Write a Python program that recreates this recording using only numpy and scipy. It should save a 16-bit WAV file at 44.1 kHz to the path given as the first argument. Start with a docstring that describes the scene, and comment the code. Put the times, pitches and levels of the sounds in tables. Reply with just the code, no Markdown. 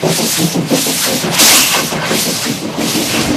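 """Steam locomotive working hard

Exhaust beats, about six a second, bark from the chimney: broadband roar and narrow-band notes under one envelope.
Steam from the cylinder drains and a duller leak are band-filtered noise of varying level and spectral tilt;
the leak also excites hollow resonances, and at times a hiss rings in one band.
Wheels and wagons rumble beneath, with low thuds at rail joints. Peaks overload the recorder and are clipped.
"""
import sys
import numpy as np
from scipy import signal
from scipy.io import wavfile

SR = 44100
rng = np.random.default_rng(int(sys.argv[2]) if len(sys.argv) > 2 else 0)


def output_pcm(signal):
    """Save a mono or channel-first signal as 16-bit PCM at the path in sys.argv[1].

    Samples are clipped to [-1, 1] before scaling.
    """
    pcm = np.clip(np.atleast_2d(signal).T, -1, 1) * 32767
    wavfile.write(sys.argv[1], SR, np.round(pcm).astype(np.int16))


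N = 148176  # length in samples

# All source levels and gains in dB are relative; colours are spectral densities, normalised as a whole.

# Rolling wheels and wagons. Each row: time in seconds, level in dB.
RUMBLE_LEVELS = [(0, -29.5), (1.0, -31), (1.4, -27.5), (1.7, -27.5), (2.4, -26.5), (2.6, -28), (3.36, -20)]
# Spectrum of the rolling noise. Each row: frequency in Hz, density in dB per Hz.
RUMBLE_SPECTRUM = [(22, -49), (64, -4), (140, 12), (237, 8.5), (395, 5.5), (565, -4), (1090, -12.5),
                   (2600, -13), (4400, -120)]
# Wheels over rail joints. Each row: start in seconds, level in dB.
RAIL_JOINT_THUDS = [(2.1, -34), (3.03, -38), (3.25, -21)]
THUD_HZ, THUD_T60_S, THUD_ATTACK_S = 60, 0.45, 0.019

# Duller leak. Each row: time in seconds, level in dB, tilt in dB per octave, hollow ring in dB re breath.
LEAK_COURSE = [(0, -31.5, -1, -11), (.33, -26.5, 0, -23), (.38, -20, 2.5, -23), (.43, -51, 12, -20),
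               (.64, -33.5, -1.5, -14), (.73, -24.5, 1.8, -33), (1.01, -23, 3, -36), (1.05, -13.5, -1, -37),
               (1.11, -21, 1, -15), (1.2, -29, 5, -24), (1.25, -18, -2, -27), (1.29, -27, -0.5, -18),
               (1.38, -13.5, 0, -23), (1.42, -14.5, -5, -22), (1.54, -12.5, -4.5, -14),
               (1.64, -22.5, -6, -22), (1.73, -19.5, 0, -2.5), (1.75, -11.5, -7, -4.5),
               (1.8, -25.5, -10, 3.5), (1.84, -29.5, -7, -13), (1.96, -27, -11, -6),
               (2.045, -21.5, -4, -5.5), (2.07, -21, -1.5, -13), (2.11, -15.5, -6, -27), (2.2, -28, 0, -22),
               (2.4, -30, -2, -9), (2.45, -18.5, -1.7, -17), (2.57, -33.5, 2.5, -24),
                       (2.8, -32, -12.5, -16), (3.07, -29.5, 4, -14), (3.17, -18, -3, -22),
               (3.36, -31.5, -3, -4)]
# Spectrum of the leak before tilt. Each row: frequency in Hz, density in dB per Hz.
LEAK_SPECTRUM = [(300, -51), (600, -9.5), (1000, -3), (1600, -1), (2500, 0), (4000, -3), (7000, -8.5),
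                 (14000, -15)]
# Hollow resonances excited by the leak. Each row: frequency in Hz, width in Hz, level in dB.
LEAK_RESONANCES = [(1110, 100, -2), (1530, 40, -3), (2140, 55, -4), (2600, 150, -6)]
LEAK_PIVOT_HZ = 1800  # the tilt leaves this frequency unchanged

# Ringing hisses. Each row: time of the maximum in seconds, spread in seconds, level in dB.
HISS_SWELLS = [(1.61, .075, -16.5), (1.735, .025, -19), (3.16, .06, -22)]
HISS_HZ, HISS_WIDTH_HZ = 2730, 380

# Steam from the drains. Each row: time in seconds, level in dB, tilt in dB per octave.
DRAIN_COURSE = [(0, -34.5, -2.5), (.08, -21.5, -4), (.17, -14, 1), (.21, -18, -1.5), (.32, -14, 2.3),
                (.4, -17.5, -2.1), (.47, -20, -1.2), (.53, -20, -1.3), (.58, -29.5, -5.5), (.65, -34, -5),
                (.7, -27, -3.5), (.77, -16.5, -2.5), (.83, -14, 2.5), (.91, -18, 0), (1.01, -16, 1.1),
                (1.12, -19, -1), (1.21, -21, -2.5), (1.3, -32.5, -8), (1.35, -16.5, -2.5), (1.382, -32, 1),
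                (1.392, -8, -0.5), (1.43, -4.5, -0.2), (1.55, -6, 0.2), (1.62, -11.5, 1.6),
                (1.69, -14, 0.5), (1.8, -17.5, -1.5), (1.89, -20.5, 0.5), (1.93, -23, -5.5),
                (1.99, -34, -6), (2.05, -31, -6.5), (2.12, -19.5, -2.5), (2.21, -14, 0.9),
                (2.28, -18, -0.3), (2.42, -19, -1), (2.51, -23, -2.5), (2.6, -28.5, -3), (2.66, -32.5, -5),
                (2.76, -32.5, -6), (2.81, -22.5, -4.5), (2.89, -17, -0.8), (3.08, -18.5, -2),
                (3.23, -20, -3), (3.36, -28, -5)]
# Spectrum of the drains before tilt. Each row: frequency in Hz, density in dB per Hz.
DRAIN_SPECTRUM = [(290, -38), (500, -1), (799, -3.5), (1130, -7), (1450, -9.5), (2690, -2), (4240, 0),
                  (6410, 0), (13500, -8)]
DRAIN_PIVOT_HZ = 6000
DRAIN_FLUTTER_DB, DRAIN_FLUTTER_HZ = 0.59, 38

# Exhaust beats. Each row: start in seconds, level in dB, swell in seconds (at 300 Hz), hold in seconds,
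# mean tilt in dB per octave, boom of the lows in dB, first and second favoured note in Hz.
EXHAUST_BEATS = [(0.021, -13, 0.017, 0.061, 3, 7.5, 370, 620),
                 (0.172, -13, 0.026, 0.044, 3.3, -3, 219, 352), (0.364, -17, 0.042, 0.042, 2, 14, 306, 477),
                 (.528, -10, 0.036, 0.033, -0.5, 3, 285.5, 193),
                 (0.701, -10.5, 0.014, 0.037, 1, -1, 262, 530),
                 (0.852, -17.5, 0.021, 0.042, 4, 1, 262, 428),
                 (1.046, -16, 0.052, 0.051, 2.5, -0.5, 530, 262),
                 (1.217, -17.5, 0.025, 0.053, -2.5, 6.5, 242, 370),
                 (1.397, -12.5, 0.0086, 0.026, -7.5, -18, 285, 530),
                 (1.519, -19.5, 0.013, 0.061, 0.5, -18, 250, 305),
                 (1.743, -18, 0.027, 0.071, 0.5, 2, 213.5, 562),
                 (1.907, -16.5, 0.022, .05, -0.5, 1, 346, 182),
                 (2.075, -12, 0.049, 0.025, 1.3, -3, 235, 357),
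                 (2.244, -15.5, 0.026, 0.034, 0.7, 1.5, 212, 487),
                 (2.431, -15.5, 0.047, 0.025, -9, -10.5, 251, 454),
                 (2.6, -18, 0.025, 0.035, -1, -4, 306, 221), (2.769, -15, 0.018, 0.066, -4, -12, 315, 238),
                 (2.928, -15.5, 0.025, 0.051, -1, -10, 218, 305),
                 (3.121, -15.5, 0.029, 0.055, 1, -16, 300, 225), (3.27, -15, 0.02, 0.069, 1, -33, 298, 262)]
# Spectrum of the roar before tilt. Each row: frequency in Hz, density in dB per Hz.
ROAR_SPECTRUM = [(41, -55), (70, -48), (140, -1), (180, 2.5), (607, -11.5), (810, -3), (1600, -42),
                 (3520, -120)]
# Chimney notes, lowest first. Each row: frequency in Hz, width in Hz, level in dB.
CHIMNEY_NOTES = [(167.5, 15.5, -10.5), (226, 18.5, -14), (262, 34, -13), (305, 31, -13), (370, 27.4, -14.5),
                 (449.8, 24, -14), (530, 35, -15.5), (601, 84, -18.5), (699.6, 16, -20)]
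BEAT_PIVOT_HZ = 300
BEAT_DARKENS_DB = -27  # change of tilt per octave and second during swell and hold
LOW_SWELL = 0.28  # power of pitch that slows the swell of the lows
BEAT_T60_S, BEAT_T60_SHORTENS = 0.25, 0.55  # release at the pivot; power of pitch that shortens it
ROAR_DB = -9  # breathy part of a beat
FAVOUR_DB, FAVOUR_OCTAVES = 10, 0.1  # notes near a favoured one sound louder
NOTE_STEADINESS = 0.67  # 0 wavers like noise, 1 holds its level
NOTE_WANDER, NOTE_WANDER_HZ = 0.015, 6  # share by which a note's pitch slides, and how fast
BURBLE_DB, BURBLE_HZ = 1.5, 43.3  # turbulence in the blast

OVERLOAD = 0.88  # clipping level, full scale = 1
MIC_LOW_CUT_HZ, CUTOFF_HZ = 40, 14050


def amp(db):
    """A level in decibels corresponds to an amplitude ratio."""
    return 10 ** (np.asarray(db) / 20)


def rms_one(x):
    """Division by the root mean square normalises the mean power to 1."""
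    return x / np.sqrt(np.mean(x ** 2) + 1e-20)


def in_time(rows):
    """Linear interpolation turns each column after the time into a curve over all samples."""
    times, *columns = np.transpose(rows)
    return [np.interp(np.arange(N) / SR, times, column) for column in columns]


def drift(rate_hz):
    """Low-passed noise is a slow random fluctuation, here of rms 1."""
    pole = np.exp(-2 * np.pi * rate_hz * 20 / SR)  # drawn at every 20th sample
    white = rng.standard_normal(N // 20 + 2002)
    slow = signal.lfilter([1], [1, -2 * pole, pole * pole], white)[2000:]  # drop the onset
    return np.interp(np.arange(N) / 20, np.arange(len(slow)), rms_one(slow))


def resonate(x, hz, width_hz):
    """A damped pole pair rings at its natural frequency; the result has rms 1."""
    radius = np.exp(-np.pi * width_hz / SR)
    poles = [1, -2 * radius * np.cos(2 * np.pi * hz / SR), radius * radius]
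    return rms_one(signal.lfilter([1, 0, -1], poles, x))


def bands(spectrum, patchy_db, patch_hz):
    """Third-octave bands of noise, weighted by spectral density, each flicker; their sum has rms 1."""
    hz, density_db = np.transpose(spectrum)
    edges = 20 * 2 ** (np.arange(30) / 3)
    centres = np.sqrt(edges[:-1] * edges[1:])
    white = rng.standard_normal((2, N + SR // 2))  # neighbouring bands use different noise
    noise = []
    for k, centre in enumerate(centres):
        sos = signal.butter(2, edges[k:k + 2], "band", fs=SR, output="sos")
        level_db = np.interp(np.log(centre), np.log(hz), density_db)
        gain = amp(level_db + patchy_db * drift(patch_hz))
        noise.append(gain * signal.sosfilt(sos, white[k % 2])[SR // 2:])
    noise = np.array(noise)
    return centres, noise / np.sqrt(np.mean(noise.sum(axis=0) ** 2))


def tilted(centres, noise, tilt_db, pivot_hz):
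    """A tilt weights each band by its distance in octaves from the pivot."""
    return sum(band * amp(tilt_db * np.log2(hz / pivot_hz)) for hz, band in zip(centres, noise))


def rumble():
    """Rolling contact radiates low-frequency noise of slowly varying level."""
    level_db, = in_time(RUMBLE_LEVELS)
    _, noise = bands(RUMBLE_SPECTRUM, patchy_db=1.1, patch_hz=6.9)
    return amp(level_db) * noise.sum(axis=0)


def thuds():
    """An impact at a rail joint gives low noise with a short attack and exponential decay."""
    start, level_db = np.array(RAIL_JOINT_THUDS).T[:, :, None]
    age = np.arange(N) / SR - start
    decay = amp(level_db - 60 * np.maximum(age, 0) / THUD_T60_S)
    envelope = (decay * np.clip(age / THUD_ATTACK_S, 0, 1)).sum(axis=0)
    sos = signal.butter(2, [THUD_HZ / 2, THUD_HZ * 2.1], "band", fs=SR, output="sos")
    return envelope * rms_one(signal.sosfilt(sos, rng.standard_normal(N)))


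def leak():
    """Jet noise of a leak excites the resonances of hollow ironwork in parallel."""
    level_db, tilt_db, ring_db = in_time(LEAK_COURSE)
    centres, noise = bands(LEAK_SPECTRUM, patchy_db=3.0, patch_hz=14.6)
    breath = tilted(centres, noise, tilt_db, LEAK_PIVOT_HZ)
    source = noise.sum(axis=0)
    ring = sum(amp(db) * resonate(source, hz, width_hz) for hz, width_hz, db in LEAK_RESONANCES)
    return amp(level_db) * (breath + amp(ring_db) * ring)


def hiss():
    """Two resonances in cascade confine escaping steam to one hollow band, under Gaussian swells."""
    band = resonate(rng.standard_normal(N), HISS_HZ, HISS_WIDTH_HZ)
    band = resonate(band, HISS_HZ, 2 * HISS_WIDTH_HZ)
    t = np.arange(N) / SR
    envelope = sum(amp(db) * np.exp(-((t - peak) / spread) ** 2) for peak, spread, db in HISS_SWELLS)
    return band * envelope


def drains():
    """A steam jet radiates bright turbulent noise, whose level and spectral tilt vary together."""
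    level_db, tilt_db = in_time(DRAIN_COURSE)
    centres, noise = bands(DRAIN_SPECTRUM, patchy_db=1.38, patch_hz=10.5)
    jet = tilted(centres, noise, tilt_db, DRAIN_PIVOT_HZ)
    return jet * amp(level_db + DRAIN_FLUTTER_DB * drift(DRAIN_FLUTTER_HZ))


def beat_envelope(hz, extra_db):
    """Each beat swells, holds and decays; high frequencies rise and decay sooner than low ones."""
    t = np.arange(0, N + 32, 32) / SR
    start, level_db, swell, hold, tilt_db = np.array(EXHAUST_BEATS).T[:5, :, None]
    age = t - start
    swell = swell * (BEAT_PIVOT_HZ / hz) ** LOW_SWELL
    sounding = swell + hold
    # the tilt falls steadily through swell and hold, about its mean
    tilt_db = tilt_db + BEAT_DARKENS_DB * (np.clip(age, 0, sounding) - sounding / 2)
    t60 = BEAT_T60_S * (BEAT_PIVOT_HZ / hz) ** BEAT_T60_SHORTENS
    fall_db = -60 * np.maximum(age - sounding, 0) / t60
    octaves = np.log2(max(hz, 150) / BEAT_PIVOT_HZ)
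    rise = np.sin(np.pi / 2 * np.clip(age / swell, 0, 1)) ** 2
    shape = rise * amp(level_db + extra_db + tilt_db * octaves + fall_db)
    power = (shape ** 2).sum(axis=0)  # overlapping beats add in power
    return np.interp(np.arange(N) / SR, t, np.sqrt(power))


def chimney_note(hz, width_hz):
    """Noise through two resonances gives a note; compressing its envelope steadies it, and its pitch slides."""
    narrow = resonate(resonate(rng.standard_normal(N), hz, 2 * width_hz), hz, width_hz)
    note = signal.hilbert(narrow)
    phase = 2 * np.pi * np.cumsum(hz * NOTE_WANDER * drift(NOTE_WANDER_HZ)) / SR
    slid = (note * np.exp(1j * phase)).real
    return rms_one(slid / (np.abs(note) + 0.079) ** NOTE_STEADINESS)


def exhaust():
    """Each blast of steam makes turbulent roar and excites the chimney's resonances."""
    boom_db, *favoured_hz = np.array(EXHAUST_BEATS).T[5:, :, None]
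    centres, noise = bands(ROAR_SPECTRUM, patchy_db=1.0, patch_hz=29)
    out = np.zeros(N)
    for hz, band in zip(centres, noise):
        is_low = hz < CHIMNEY_NOTES[1][0]  # half the boom goes to roar below the second note
        out += band * beat_envelope(hz, ROAR_DB + boom_db / 2 * is_low)
    for k, (hz, width_hz, db) in enumerate(CHIMNEY_NOTES):
        distance = np.log2(hz / np.array(favoured_hz)) / FAVOUR_OCTAVES
        favour = np.exp(-distance ** 2).max(axis=0)
        extra_db = db + boom_db * (k == 0) + FAVOUR_DB * favour  # lowest note takes the whole boom
        out += chimney_note(hz, width_hz) * beat_envelope(hz, extra_db)
    return amp(BURBLE_DB * drift(BURBLE_HZ)) * out


def scene():
    """Sound pressures superpose at one microphone, which feeds both channels."""
    mono = rumble() + thuds() + leak() + hiss() + drains() + exhaust()
    return np.tile(mono, (2, 1))


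def record(dry):
    """Overload clips the peaks; filters then remove the deepest bass and the top."""
    clipped = np.clip(dry, -OVERLOAD, OVERLOAD)
    low_cut = signal.butter(3, MIC_LOW_CUT_HZ, "high", fs=SR, output="sos")
    high_cut = signal.ellip(10, 0.5, 66, CUTOFF_HZ, fs=SR, output="sos")
    return signal.sosfilt(high_cut, signal.sosfilt(low_cut, clipped))


dry = scene()
out = record(dry)
output_pcm(out)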